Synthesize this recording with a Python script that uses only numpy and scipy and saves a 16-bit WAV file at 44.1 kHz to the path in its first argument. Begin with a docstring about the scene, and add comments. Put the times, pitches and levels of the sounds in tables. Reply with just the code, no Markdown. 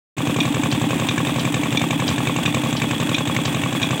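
"""Farmyard diesel and cane crusher

One microphone in a farmyard, near a single-cylinder diesel firing eleven times a second. Each cycle
brings a thud with its knock, an exhaust bark, an intake gulp and the ticks of the valve gear.
A long flat belt drives the crusher; its metal fastener clacks over each of two pulleys once a lap
and echoes off walls and sheds farther out. Belt and gears whirr and hiss underneath."""
import sys
import numpy as np
from scipy import signal
from scipy.fft import rfft, irfft
from scipy.io import wavfile

SR = 44100
rng = np.random.default_rng(int(sys.argv[2]) if len(sys.argv) > 2 else 0)


def persist_wave(psi):
    """Save psi, clipped to +-1, as 16-bit WAV."""
    counts = np.round(np.clip(psi, -1, 1) * 32767).astype(np.int16)
    wavfile.write(sys.argv[1], SR, np.atleast_2d(counts).T)


N = 176400
TIME = np.arange(N) / SR

# engine speed: time_s, firings_per_s
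ENGINE_SPEED = [(0, 11.03), (1.3, 11.02), (1.75, 10.966), (2.3, 10.962), (3.1, 10.99), (3.5, 11.045),
                (4, 11.07)]
# what each pulse of the cycle sets ringing: pitch_hz, level_db, t60_s
PUMP_MODES = [(273, -23.5, 0.041)]
FIRING_MODES = [(131, -18.5, 0.18), (297, -14.5, 0.011), (580, -18.5, 0.02), (760, -16.5, 0.0098),
                (1110, -20, 0.025)]
ROCK_MODES = [(254, -16, 0.042), (88, -25, 0.1)]
EXHAUST_MODES = [(163.2, -20, 0.24), (255, -15.5, 0.042), (523, -22.5, 0.049), (800, -23.5, 0.026),
                 (1119, -18, 0.031)]
INTAKE_MODES = [(233, -19, 0.07), (293, -16.5, 0.14), (875, -30, 0.047)]
# turbulent gas behind the exhaust pulse: frequency_hz, density_db
PUFF_SPECTRUM = [(100, -66), (300, -58.5), (550, -55.5), (950, -61.5), (1120, -52), (1350, -65.5),
                 (2500, -60.5), (5000, -78), (15000, -92)]
# loudness of the engine's whole low voice: time_s, gain_db
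CHUG_GAIN = [(.2, 1.5), (.8, 1), (1.6, 0), (2.4, 0.5), (3.2, -0.15), (4, -0.7)]
# intake and exhaust as the microphone moves: time_s, gain_db
INTAKE_GAIN = [(.2, 1.5), (.9, 2), (1.8, 0.5), (3, -.5), (4, -2)]
EXHAUST_GAIN = [(.2, -0.35), (.9, -0.83), (1.8, 0.017), (2.8, -1.2), (4, -0.06)]

# combustion knock in the block: frequency_hz, density_db
KNOCK_SPECTRUM = [(50, -84), (200, -68), (500, -51.5), (1200, -67), (1450, -57), (1750, -51.5), (2020, -62),
                  (2300, -48), (3100, -57.5), (3650, -51.5), (4200, -67), (5300, -71), (6550, -59.5),
                  (7200, -63), (7700, -53.5), (8300, -76), (11000, -101)]
# hardness of the combustion: time_s, gain_db
KNOCK_GAIN = [(.2, -1), (1, -0.5), (2, 0), (3, -1), (4, 0)]
# harder knocks that set the block ringing: start_s, level_db
HARD_KNOCK_HITS = [(1.6345, -24.5), (1.8165, -24.5), (1.9075, -28), (2.2725, -23), (2.3640, -28),
                   (2.4550, -27), (2.8185, -23.5), (2.9100, -32), (3.3650, -20.5), (3.6365, -23)]
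# the block's resonances: pitch_hz, level_db, t60_s
ENGINE_BLOCK_MODES = [(1820, -7.5, 0.013), (2282, 2.5, 0.05), (2610, 0, .025), (3490, -15, 0.017),
                      (6500, -16, 0.016), (7800, -17, 0.034)]

# contacts of the valve gear in each cycle: delay_s, level_db, decay_s
VALVE_CONTACTS = [(.016, -3, .014), (.027, -4.5, .008), (.037, -3, .012), (0.0532, -4.5, 0.0053),
                  (.074, 2.5, 0.0054), (0.085, -11.5, .006)]
# colour of those contacts: frequency_hz, density_db
VALVE_GEAR_SPECTRUM = [(50, -86), (250, -75), (600, -58), (900, -61.5), (1400, -69.5), (1850, -60),
                       (2080, -71), (2500, -58), (3050, -63), (3500, -55), (3800, -64.5), (4300, -82),
                       (5300, -84.5), (6300, -73.5), (7200, -72.5), (7700, -65), (8200, -70.5),
                       (8700, -75.5), (10500, -89), (15000, -80)]
# the two valves seating in each cycle: delay_s, pitch_hz, level_db, t60_s
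VALVE_SEATS = [(0.0549, 8950, -38, 0.044), (.0745, 8560, -36.5, 0.046)]
# how strongly a thin steel part sings: time_s, gain_db
SING_GAIN = [(.3, -1.5), (1.2, -6), (2, 0), (2.8, 2.5), (4, 4)]

# the fastener clacks on the first pulley and clinks on the second: start_s, level_db
CLACK_HITS = [(.4035, -16.5), (1.0869, -17.5), (1.7724, -16.5), (2.4593, -17.5), (3.1450, -17),
              (3.8283, -17.5)]
CLINK_HITS = [(.7144, -24.5), (1.3937, -26.5), (2.0790, -21.5), (2.7661, -25.5), (3.4516, -24)]
# the ring of those strikes: pitch_hz, level_db, t60_s
FIRST_PULLEY_MODES = [(2438, 3, 0.035), (2790, -9, .02), (3460, -1, 0.04), (3675, 0.5, 0.033),
                      (3894, -5.5, 0.023), (5780, -11, 0.023), (6630, -14, 0.013)]
SECOND_PULLEY_MODES = [(2710, -9.5, 0.018), (3070, 4, 0.028), (3900, 1, 0.019), (4570, -1.5, .012),
                       (5160, -5, .012), (5830, -3.5, 0.01), (7100, -11, .012)]
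# steady whirr of belt and crusher gears: frequency_hz, density_db
WHIRR_SPECTRUM = [(25, -102), (50, -74), (100, -55), (160, -54.5), (290, -53), (450, -64.5), (900, -63.5),
                  (1300, -70.5), (2000, -69.5), (2550, -64.5), (2950, -70.5), (3400, -70), (4100, -80.5),
                  (5200, -83), (7700, -77), (9000, -79), (11000, -87.5), (13000, -87.5), (15700, -82)]
# reflections from walls and sheds: delay_s, level_db
YARD_ECHOES = [(.021, -11), (.034, -15.5), (.058, -21)]
# the fader opening: time_s, gain
FADER = [(0, 0), (.166, 0), (.172, .55), (.28, 1), (4, 1)]

CYCLE_START_S = .1782  # one cycle begins here; the next two lines are delays within a cycle
FIRING_S, KNOCK_S, ROCK_S, EXHAUST_S = .00088, .003, .0114, .0265
SING_S, INTAKE_S, PUMP_S = .043, .05276, .0868
PULSE_SPREAD_DB, PULSE_JITTER_S = .8, .00008
CONTACT_SPREAD_DB, CONTACT_JITTER_S = 1.5, .0006


def engine_chug(starts):
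    """The injection pump kicks, the charge fires, the frame rocks, exhaust barks and intake sucks."""
    pump = pulses(starts + PUMP_S, PUMP_MODES)
    firing = pulses(starts + FIRING_S, FIRING_MODES)
    rock = pulses(starts + ROCK_S, ROCK_MODES)
    puff = colour(bursts(starts + EXHAUST_S, 0, PULSE_SPREAD_DB, decay_s=.0095), PUFF_SPECTRUM)
    exhaust = (pulses(starts + EXHAUST_S, EXHAUST_MODES) + puff) * from_db(curve(EXHAUST_GAIN))
    intake = pulses(starts + INTAKE_S, INTAKE_MODES) * from_db(curve(INTAKE_GAIN))
    pressure = intake - (pump + firing + rock + exhaust)  # suction has the opposite sign
    low_cut = signal.butter(4, 69, "high", fs=SR, output="sos")
    return signal.sosfilt(low_cut, pressure) * from_db(curve(CHUG_GAIN))


def diesel_knock(starts):
    """Combustion knocks once a cycle; now and then a harder knock sets the block ringing."""
    knock = colour(bursts(starts + KNOCK_S, 0, spread_db=1.3, decay_s=.0058), KNOCK_SPECTRUM)
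    hard_knocks = rattles(HARD_KNOCK_HITS, ENGINE_BLOCK_MODES, decay_s=.0026)
    return knock * from_db(curve(KNOCK_GAIN)) + hard_knocks


def valve_gear(starts):
    """The valve gear ticks at each contact, and the two valves ring as they seat."""
    ticks = np.zeros(N)
    for delay_s, db, decay_s in VALVE_CONTACTS:
        times = starts + delay_s + CONTACT_JITTER_S * rng.standard_normal(len(starts))
        ticks += bursts(times, db, CONTACT_SPREAD_DB, decay_s)
    valves = sum(steel_taps(starts + delay_s, hz, db, t60_s) for delay_s, hz, db, t60_s in VALVE_SEATS)
    return colour(ticks, VALVE_GEAR_SPECTRUM) + valves


def singing_steel(starts):
    """A thin steel part, struck once a cycle, sings on one high note."""
    return steel_taps(starts + SING_S, hz=3353, db=-30, t60_s=.15) * from_db(curve(SING_GAIN))


def belt_fastener():
    """The metal fastener strikes each of the two pulleys once a lap."""
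    clacks = rattles(CLACK_HITS, FIRST_PULLEY_MODES, decay_s=.0044)
    clinks = rattles(CLINK_HITS, SECOND_PULLEY_MODES, decay_s=.0085)
    return clacks + clinks


def crusher_whirr():
    """Belt and gears run on under the engine, a grainy noise with a slight flutter."""
    knots_s = np.arange(0, TIME[-1] + 1, .008)
    flutter_db = 2.5 * np.interp(TIME, knots_s, rng.standard_normal(len(knots_s)))
    return colour(grit(grain_db=4) * from_db(flutter_db), WHIRR_SPECTRUM)


def yard(direct):
    """The direct sound reaches the microphone first, then its echoes off walls and sheds."""
    return direct + sum(from_db(db) * np.interp(TIME - delay_s, TIME, direct, left=0)
                        for delay_s, db in YARD_ECHOES)


def cycle_starts():
    """The times at which the running count of engine cycles passes a whole number."""
    cycles = np.cumsum(curve(ENGINE_SPEED)) / SR
    cycles -= np.interp(CYCLE_START_S, TIME, cycles)
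    return np.interp(np.arange(np.ceil(cycles[0]), cycles[-1]), cycles, TIME)


def pulses(times, modes):
    """Pressure pulses ring modes of alternating sign, a little differently each time."""
    times = times + PULSE_JITTER_S * rng.standard_normal(len(times))
    out = np.zeros(N)
    for k, (hz, db, t60_s) in enumerate(modes):
        kicks = clicks(times, db + PULSE_SPREAD_DB * rng.standard_normal(len(times)))
        out += (-1) ** k * ring(kicks, hz, t60_s)
    return out


def bursts(times, db, spread_db, decay_s, attack_s=.00047):
    """Gritty bursts that rise quickly and die away."""
    hits = clicks(times, db + spread_db * rng.standard_normal(len(times)))
    rise, fall = np.exp(-1 / (attack_s * SR)), np.exp(-1 / (decay_s * SR))
    envelope = signal.lfilter([1], [1, -fall], hits + 1e-18)
    return signal.lfilter([1 - rise], [1, -rise], envelope) * grit(grain_db=2.5)


def rattles(hits, modes, decay_s, touches_per_s=4000):
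    """Metal hits metal in a quick dying run of touches."""
    out, t = np.zeros(N + SR), TIME[:SR // 4]
    for start_s, level_db in hits:
        touches = (rng.random(len(t)) < touches_per_s / SR) | (t == 0)
        hit = 0
        for hz, db, t60_s in modes:
            strength = rng.uniform(.57, 1, len(t)) * rng.choice([-1, 1], len(t))
            force = touches * strength * np.exp(-t / decay_s)
            detune = 1 + .015 * rng.standard_normal()  # each blow lands on another spot
            mode = ring(force, hz * detune, t60_s)
            hit = hit + from_db(db) * mode / mode.std()
        rms = np.sqrt(np.sum(hit ** 2) / (.01 * SR))  # the hit's energy spread over 10 ms
        start = int(start_s * SR)
        out[start:start + len(t)] += from_db(level_db) * hit / rms
    return out[:N]


def steel_taps(times, hz, db, t60_s):
    """A small steel part rings after taps of slightly uneven timing and strength."""
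    late, strength = rng.standard_normal((len(times), 2)).T
    return ring(clicks(times + CONTACT_JITTER_S * late, db + CONTACT_SPREAD_DB * strength), hz, t60_s)


def clicks(times, db):
    """One click per event."""
    out = np.zeros(N)
    inside = (times >= 0) & (times < (N - 1) / SR)
    np.add.at(out, (times[inside] * SR).astype(int), from_db(db)[inside])
    return out


def ring(force, hz, t60_s):
    """A damped resonance: a unit click sets a sine of height 1 ringing."""
    radius, angle = np.exp(-np.log(1000) / (t60_s * SR)), 2 * np.pi * hz / SR
    return signal.lfilter([0, np.sin(angle)], [1, -2 * radius * np.cos(angle), radius ** 2], force + 1e-18)


def grit(grain_db):
    """White noise made of grains of uneven size; rms 1."""
    grains = rng.standard_normal(N) * from_db(grain_db * rng.standard_normal(N))
    return grains / grains.std()


def colour(noise, spectrum):
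    """Causal filter that gives white noise of rms 1 this spectrum, in dB per Hz."""
    size = 2 * N
    hz, db = np.transpose(spectrum)
    grid_hz = np.maximum(np.arange(N + 1) * SR / size, 1)
    gain = from_db(np.interp(np.log(grid_hz), np.log(hz), db)) * np.sqrt(SR / 2)
    cepstrum = irfft(np.log(gain))
    cepstrum[1:N] *= 2  # folded to minimum phase, so nothing sounds ahead of a hit
    cepstrum[N + 1:] = 0
    return irfft(rfft(noise, size) * np.exp(rfft(cepstrum)))[:N]


def curve(rows):
    """A control curve at every sample."""
    return np.interp(TIME, *np.transpose(rows))


def from_db(db):
    """Decibels to gain."""
    return 10 ** (np.asarray(db) / 20)


def scene():
    """Engine, belt and crusher at one microphone; only the fastener carries the yard's echoes."""
    starts = cycle_starts()
    fastener = yard(belt_fastener())
    engine = engine_chug(starts) + diesel_knock(starts) + valve_gear(starts) + singing_steel(starts)
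    return (engine + fastener + crusher_whirr())[None]


def record(dry):
    """The fader opens quickly after a moment of silence; a steep filter cuts the top treble."""
    top_cut = signal.ellip(12, .1, 90, 15800, fs=SR, output="sos")
    return signal.sosfilt(top_cut, dry * curve(FADER))


dry = scene()
out = record(dry)
persist_wave(out)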